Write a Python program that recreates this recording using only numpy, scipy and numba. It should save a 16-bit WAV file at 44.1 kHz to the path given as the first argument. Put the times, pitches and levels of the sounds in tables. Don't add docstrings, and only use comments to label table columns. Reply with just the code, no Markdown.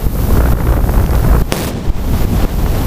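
import sys
import numpy as np
from scipy import signal
from scipy.fft import rfft, irfft, next_fast_len
from scipy.io import wavfile
from scipy.ndimage import minimum_filter1d, map_coordinates
from numba import njit

SR = 44100
rng = np.random.default_rng(int(sys.argv[2]) if len(sys.argv) > 2 else 0)


def waveform_to_disk(signal):
    frames = np.transpose(np.atleast_2d(signal))
    scaled = np.clip(frames, -1, 1) * 32767
    samples = np.round(scaled).astype(np.int16)
    wavfile.write(sys.argv[1], SR, samples)


N = 126126


# time_s, level_db
ROLL_LEVEL = [(1.52, 1), (1.57, 12.5), (1.65, 11), (1.72, 9), (1.78, 5), (1.84, 2), (1.88, 1)]
# freq_hz, density_db
ROLL_SPECTRUM = [(20, -8.5), (60, -1), (100, -1), (165, 1), (300, -8.5), (500, -12.5), (1000, -26),
                 (4000, -33.5), (8000, -41), (14000, -49)]
# freq_hz, density_db
CRACKLE_SPECTRUM = [(100, -16), (400, 4.5), (1500, -10.5), (5000, -15.5), (12000, -18.5), (16000, -16)]
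# peak_s, pressure (signed, full scale 1), rise_s, fall_s
SURGES = [(1.878, -3.2, .002, .05), (1.899, 3.4, .006, .04), (1.92, 1.3, .012, .015),
          (1.96, -2.4, .015, .01), (2.135, -1, .004, .004), (2.215, -.8, .008, .008),
          (2.436, 1.1, .01, .006), (2.446, -.8, .003, .01)]
# time_s, rumble_db, downwash_db
WIND_LEVELS = [(0, -17.5, -18.5), (.15, -12.5, -18), (.22, -10, -14), (.3, -8.5, -11.5), (.5, -7, -9.5),
               (.65, -6, -6.5), (.76, -7.5, -6), (.83, -6, -11.5), (1.1, -7.5, -10.5), (1.22, -8.5, -10.5),
               (1.3, -5.5, -6), (1.37, -11, -6), (1.42, -7, -17), (1.45, -11.5, -21), (1.7, -11, -41),
               (1.95, -7, -50), (2.1, -7, -50), (2.24, -11.5, -39), (2.33, -4.5, -56), (2.44, -11, -47),
               (2.6, -10.5, -53), (2.86, -8, -48)]
# freq_hz, density_db
RUMBLE_SPECTRUM = [(10, -25), (20, -6), (50, -5), (100, -14), (170, -17), (300, -24.5), (600, -36.5),
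                   (1500, -58)]
# time_s, rate_hz
BLADE_RATE = [(0, 60.3), (.35, 59.8), (.55, 60.8), (.62, 58.7), (.9, 58.9), (1.1, 59.6), (1.18, 56.5),
              (1.27, 59.2), (2.86, 59)]
# freq_hz, density_db
SWIRL_SPECTRUM = [(80, -9), (200, -7), (350, -4.5), (650, -7.5), (1400, -13.5), (2400, -28), (5000, -62),
                  (9000, -80)]
# peak_s, pressure (signed; scales both tip and body)
GUST_HITS = [(0.0666, -1.21), (0.536, -2.86), (.779, -1.3), (1.0, -0.5), (1.4211, 3), (1.9024, 4),
             (2.251, 1.5), (2.452, -2), (2.6423, -0.7)]
# peak_s, level_db
EDDY_HITS = [(.157, -16.5), (0.19, -15.5), (0.305, -13.5), (0.375, -14), (.406, -7), (.439, -11.5),
             (0.458, -7), (.474, -10), (0.508, -16), (.525, -15), (0.572, -9.5), (.589, -11), (0.605, -6.5),
             (.622, -12.5), (0.671, -8), (0.691, -12), (0.725, -6.5), (0.767, -8.5), (0.807, -22),
             (0.842, -15.5), (0.894, -8.5), (.94, -13), (.981, -10), (0.998, -10), (1.042, -10),
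             (1.132, -9), (1.148, -8.5), (1.204, -21), (1.242, -14.5), (1.289, -9), (1.354, -11),
             (2.137, -15.5), (2.349, -22), (2.4, -16), (2.45, -8.5), (2.662, -10), (2.769, -14)]
# freq_hz, density_db
EDDY_SPECTRUM = [(150, -9), (400, 6.5), (800, -2), (1500, -6), (2500, -24), (4500, -46.5), (9000, -75)]
# time_s, level_db
HISS_LEVEL = [(0, -34), (.15, -27), (.3, -27.5), (.5, -28), (1.4, -30), (1.9, -34), (2.2, -29),
              (2.86, -29.5)]
# freq_hz, density_db
HISS_SPECTRUM = [(500, -1), (1500, -10.5), (3000, -9), (5500, -7.5), (7800, -8.5), (10000, -5.5),
                 (13100, 3), (15500, -4)]
# time_s, pitch_hz
WHINE_PITCH = [(0, 14920), (.2, 14855), (.45, 14900), (.75, 14880), (1.1, 14925), (1.5, 14915),
               (2.2, 14950), (2.86, 14910)]
# time_s, level_db
COLLAPSE_LEVEL = [(0, -28), (.12, -28.5), (.25, -26), (.7, -27), (1.4, -25), (1.7, -5), (1.85, -17),
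                  (1.93, -12.5), (2.05, -21), (2.3, -18.5), (2.45, -16), (2.55, -18), (2.86, -19)]
# freq_hz, density_db
MASONRY_SPECTRUM = [(40, -32), (100, -3.5), (250, -7.5), (500, -12.5), (800, -13), (1700, -23.5),
                    (4000, -29), (8000, -36), (15000, -82)]
# start_s, level_db (peak ahead of the band filter)
TICK_HITS = [(.724, -6), (1.0632, -4.5), (1.1074, -1), (1.1535, -5.5), (2.661, -13)]

BLAST_S = 1.5234
KICK_S, REBOUND_START_S, REBOUND_S = 0.00046, .00012, .00008
FRONT, FRONT_DECAY_S = 9, .0016
OVERPRESSURE, OVERPRESSURE_DECAY_S = 2.9, 0.046
CRACKLE_DB, CRACKLE_S = 7.5, 0.17
ROLL_S, ROLL_LUMPS_DB = 0.342, 1.5
FADE_S = 0.0087

RUMBLE_LUMPS_DB = 2
BLADE_START_CYCLES, BLADE_WANDER_HZ = -.2, .3
SECOND_HARMONIC_DB = -10
SWIRL_DB, SWIRL_SHARPNESS, SWIRL_LATE_CYCLES, SWIRL_SCATTER_DB = -10.5, 0.82, 0.1754, 3.5
GUST_RISE_S, GUST_FALL_S, GUST_TIP_S = 0.0049, 0.0018, 0.00094
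GUST_BODY, GUST_ROUGHNESS = 0.58, 0.047
EDDY_RISE_S, EDDY_FALL_S = .0018, .0042

HISS_FLUTTER = 0.33
WHINE_DB = -42
TICK_LOW_HZ, TICK_HIGH_HZ, TICK_T60_S = 1200, 6400, 0.0035

STOP_IN, STOP_OUT, STOP_HARDNESS = 2, 4.2, 4.2
COUPLING_HZ, TOP_HZ = 6.8, 15350
BACK_OFF, ATTACK_S, RELEASE_S = 0.74, 0.00076, 0.279


def amp(db):
    return 10 ** (np.asarray(db) / 20)


def unit(x):
    return x / np.sqrt(np.mean(x ** 2) + 1e-20)


def curves(rows):
    time_s, *columns = np.transpose(rows)
    return [np.interp(np.arange(N) / SR, time_s, column) for column in columns]


def wobble(rate):
    knots = rng.standard_normal(int(N * rate / SR) + 4)
    return map_coordinates(knots, [np.arange(N) * rate / SR])


def filtered(x, response):
    size = next_fast_len(N + SR // 2)
    hz = np.fft.rfftfreq(size, 1 / SR)
    return irfft(rfft(x, size) * response(hz), size)[:N]


def noise(spectrum):
    freq_hz, density_db = np.transpose(spectrum)

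    def response(hz):
        return amp(np.interp(np.log(hz + 1), np.log(freq_hz + 1), density_db)) * (hz > 5)

    return unit(filtered(rng.standard_normal(N), response))


def push(peak_s, rise_s, fall_s):
    t = np.arange(N) / SR - peak_s
    return np.exp(-np.abs(t) / np.where(t < 0, rise_s, fall_s))


def blast():
    t = np.arange(N) / SR - BLAST_S
    started = t >= 0
    rebound = (t >= REBOUND_START_S) & (t < REBOUND_START_S + REBOUND_S)
    backwards = started & (t < KICK_S) & ~rebound
    spike = started * np.exp(-np.abs(t - KICK_S) / FRONT_DECAY_S)
    front = FRONT * np.where(backwards, -1, spike)
    surges = sum(size * push(s, rise_s, fall_s) for s, size, rise_s, fall_s in SURGES)

    def fade(end_s):
        return started / (1 + np.exp(np.clip((t - end_s) / FADE_S, -50, 50)))

    overpressure = OVERPRESSURE * started * np.exp(-np.abs(t) / OVERPRESSURE_DECAY_S)
    tearing = unit(amp(0.67 * wobble(200)) * noise(CRACKLE_SPECTRUM))
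    crackle = amp(CRACKLE_DB) * fade(CRACKLE_S) * tearing
    roll_db, = curves(ROLL_LEVEL)
    roll = amp(roll_db + ROLL_LUMPS_DB * wobble(24.83)) * fade(ROLL_S) * noise(ROLL_SPECTRUM)
    return front + surges, overpressure + crackle + roll


def downwash(turn):
    second = amp(SECOND_HARMONIC_DB + 2.77 * wobble(15.4)) * np.cos(2 * turn - 1)
    thump = amp(2.0 + 1.75 * wobble(19)) * (np.cos(turn) + second)
    gate = np.exp(SWIRL_SHARPNESS * np.cos(turn - 2 * np.pi * SWIRL_LATE_CYCLES))
    gate = gate * amp(SWIRL_SCATTER_DB * np.tanh(wobble(50)))
    return thump + amp(SWIRL_DB) * unit(gate * noise(SWIRL_SPECTRUM))


def gusts():
    body = sum(size * push(s, GUST_RISE_S, GUST_FALL_S) for s, size in GUST_HITS)
    tips = sum(size * push(s, GUST_TIP_S, GUST_TIP_S) for s, size in GUST_HITS)
    return body * (GUST_BODY + GUST_ROUGHNESS * noise(SWIRL_SPECTRUM)) + tips


def eddies():
    bursts = sum(amp(db) * push(s, EDDY_RISE_S, EDDY_FALL_S) for s, db in EDDY_HITS)
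    return bursts * unit(np.tanh(noise(EDDY_SPECTRUM)))


def wind():
    rumble_db, downwash_db = curves(WIND_LEVELS)
    lumps_db = RUMBLE_LUMPS_DB * np.tanh(wobble(18))
    rumble = amp(rumble_db + lumps_db) * unit(np.tanh(noise(RUMBLE_SPECTRUM) / 2))
    blade_hz, = curves(BLADE_RATE)
    cycles = np.cumsum(blade_hz + BLADE_WANDER_HZ * wobble(7.53)) / SR
    turn = 2 * np.pi * (BLADE_START_CYCLES + cycles)
    return rumble + amp(downwash_db) * downwash(turn) + gusts() + eddies(), turn


def motors(turn):
    hiss_db, = curves(HISS_LEVEL)
    hiss = amp(hiss_db + 0.15 * wobble(3.0) + 0.36 * wobble(39.7)) * noise(HISS_SPECTRUM)
    hiss = hiss * (1 + HISS_FLUTTER * np.cos(2 * turn))
    whine_hz, = curves(WHINE_PITCH)
    phase = 2 * np.pi * np.cumsum(whine_hz + 6 * wobble(40)) / SR
    return hiss + amp(WHINE_DB + 2.0 * wobble(29.93)) * np.sin(phase)


def ticks():
    t = np.arange(N) / SR
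    bursts = sum(amp(db - 60 * np.abs(t - s) / TICK_T60_S) * (t >= s) for s, db in TICK_HITS)
    band = signal.butter(4, (TICK_LOW_HZ, TICK_HIGH_HZ), "bandpass", fs=SR, output="sos")
    return signal.sosfilt(band, bursts * np.sign(rng.standard_normal(N)))


def collapse():
    level_db, = curves(COLLAPSE_LEVEL)
    grain = amp(1.03 * wobble(24.63) + 0.99 * wobble(150))
    return amp(level_db) * unit(grain * noise(MASONRY_SPECTRUM))


def scene():
    air, turn = wind()
    front, tail = blast()
    stop = np.where(tail > 0, STOP_IN, STOP_OUT)
    freedom = 1 / (1 + np.abs(tail / stop) ** STOP_HARDNESS) ** (1 / STOP_HARDNESS)
    return (front + freedom * (tail + air + collapse()) + motors(turn) + ticks())[None]


@njit
def gain_control(x, pinned, back_off, attack, release):
    gain, goal, out = 1.0, 1.0, np.empty_like(x)
    for i in range(len(x)):
        if abs(x[i]) * gain > 1:
            goal = min(goal, back_off / abs(x[i]))
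        elif not pinned[i]:
            goal += (1 - goal) * release
        gain += (goal - gain) * attack
        out[i] = x[i] * gain
    return out


def record(dry):
    x = signal.lfilter(*signal.butter(1, COUPLING_HZ, "highpass", fs=SR), dry[0])
    nearby_peak = -minimum_filter1d(-dry[0], size=401)
    pinned = nearby_peak > .85 * STOP_IN
    x = gain_control(x, pinned, BACK_OFF, 1 / (ATTACK_S * SR), 1 / (RELEASE_S * SR))
    limited = filtered(np.clip(x, -1, 1), lambda hz: hz < TOP_HZ)
    return np.clip(limited, -1, 1)[None]


dry = scene()
out = record(dry)
waveform_to_disk(out)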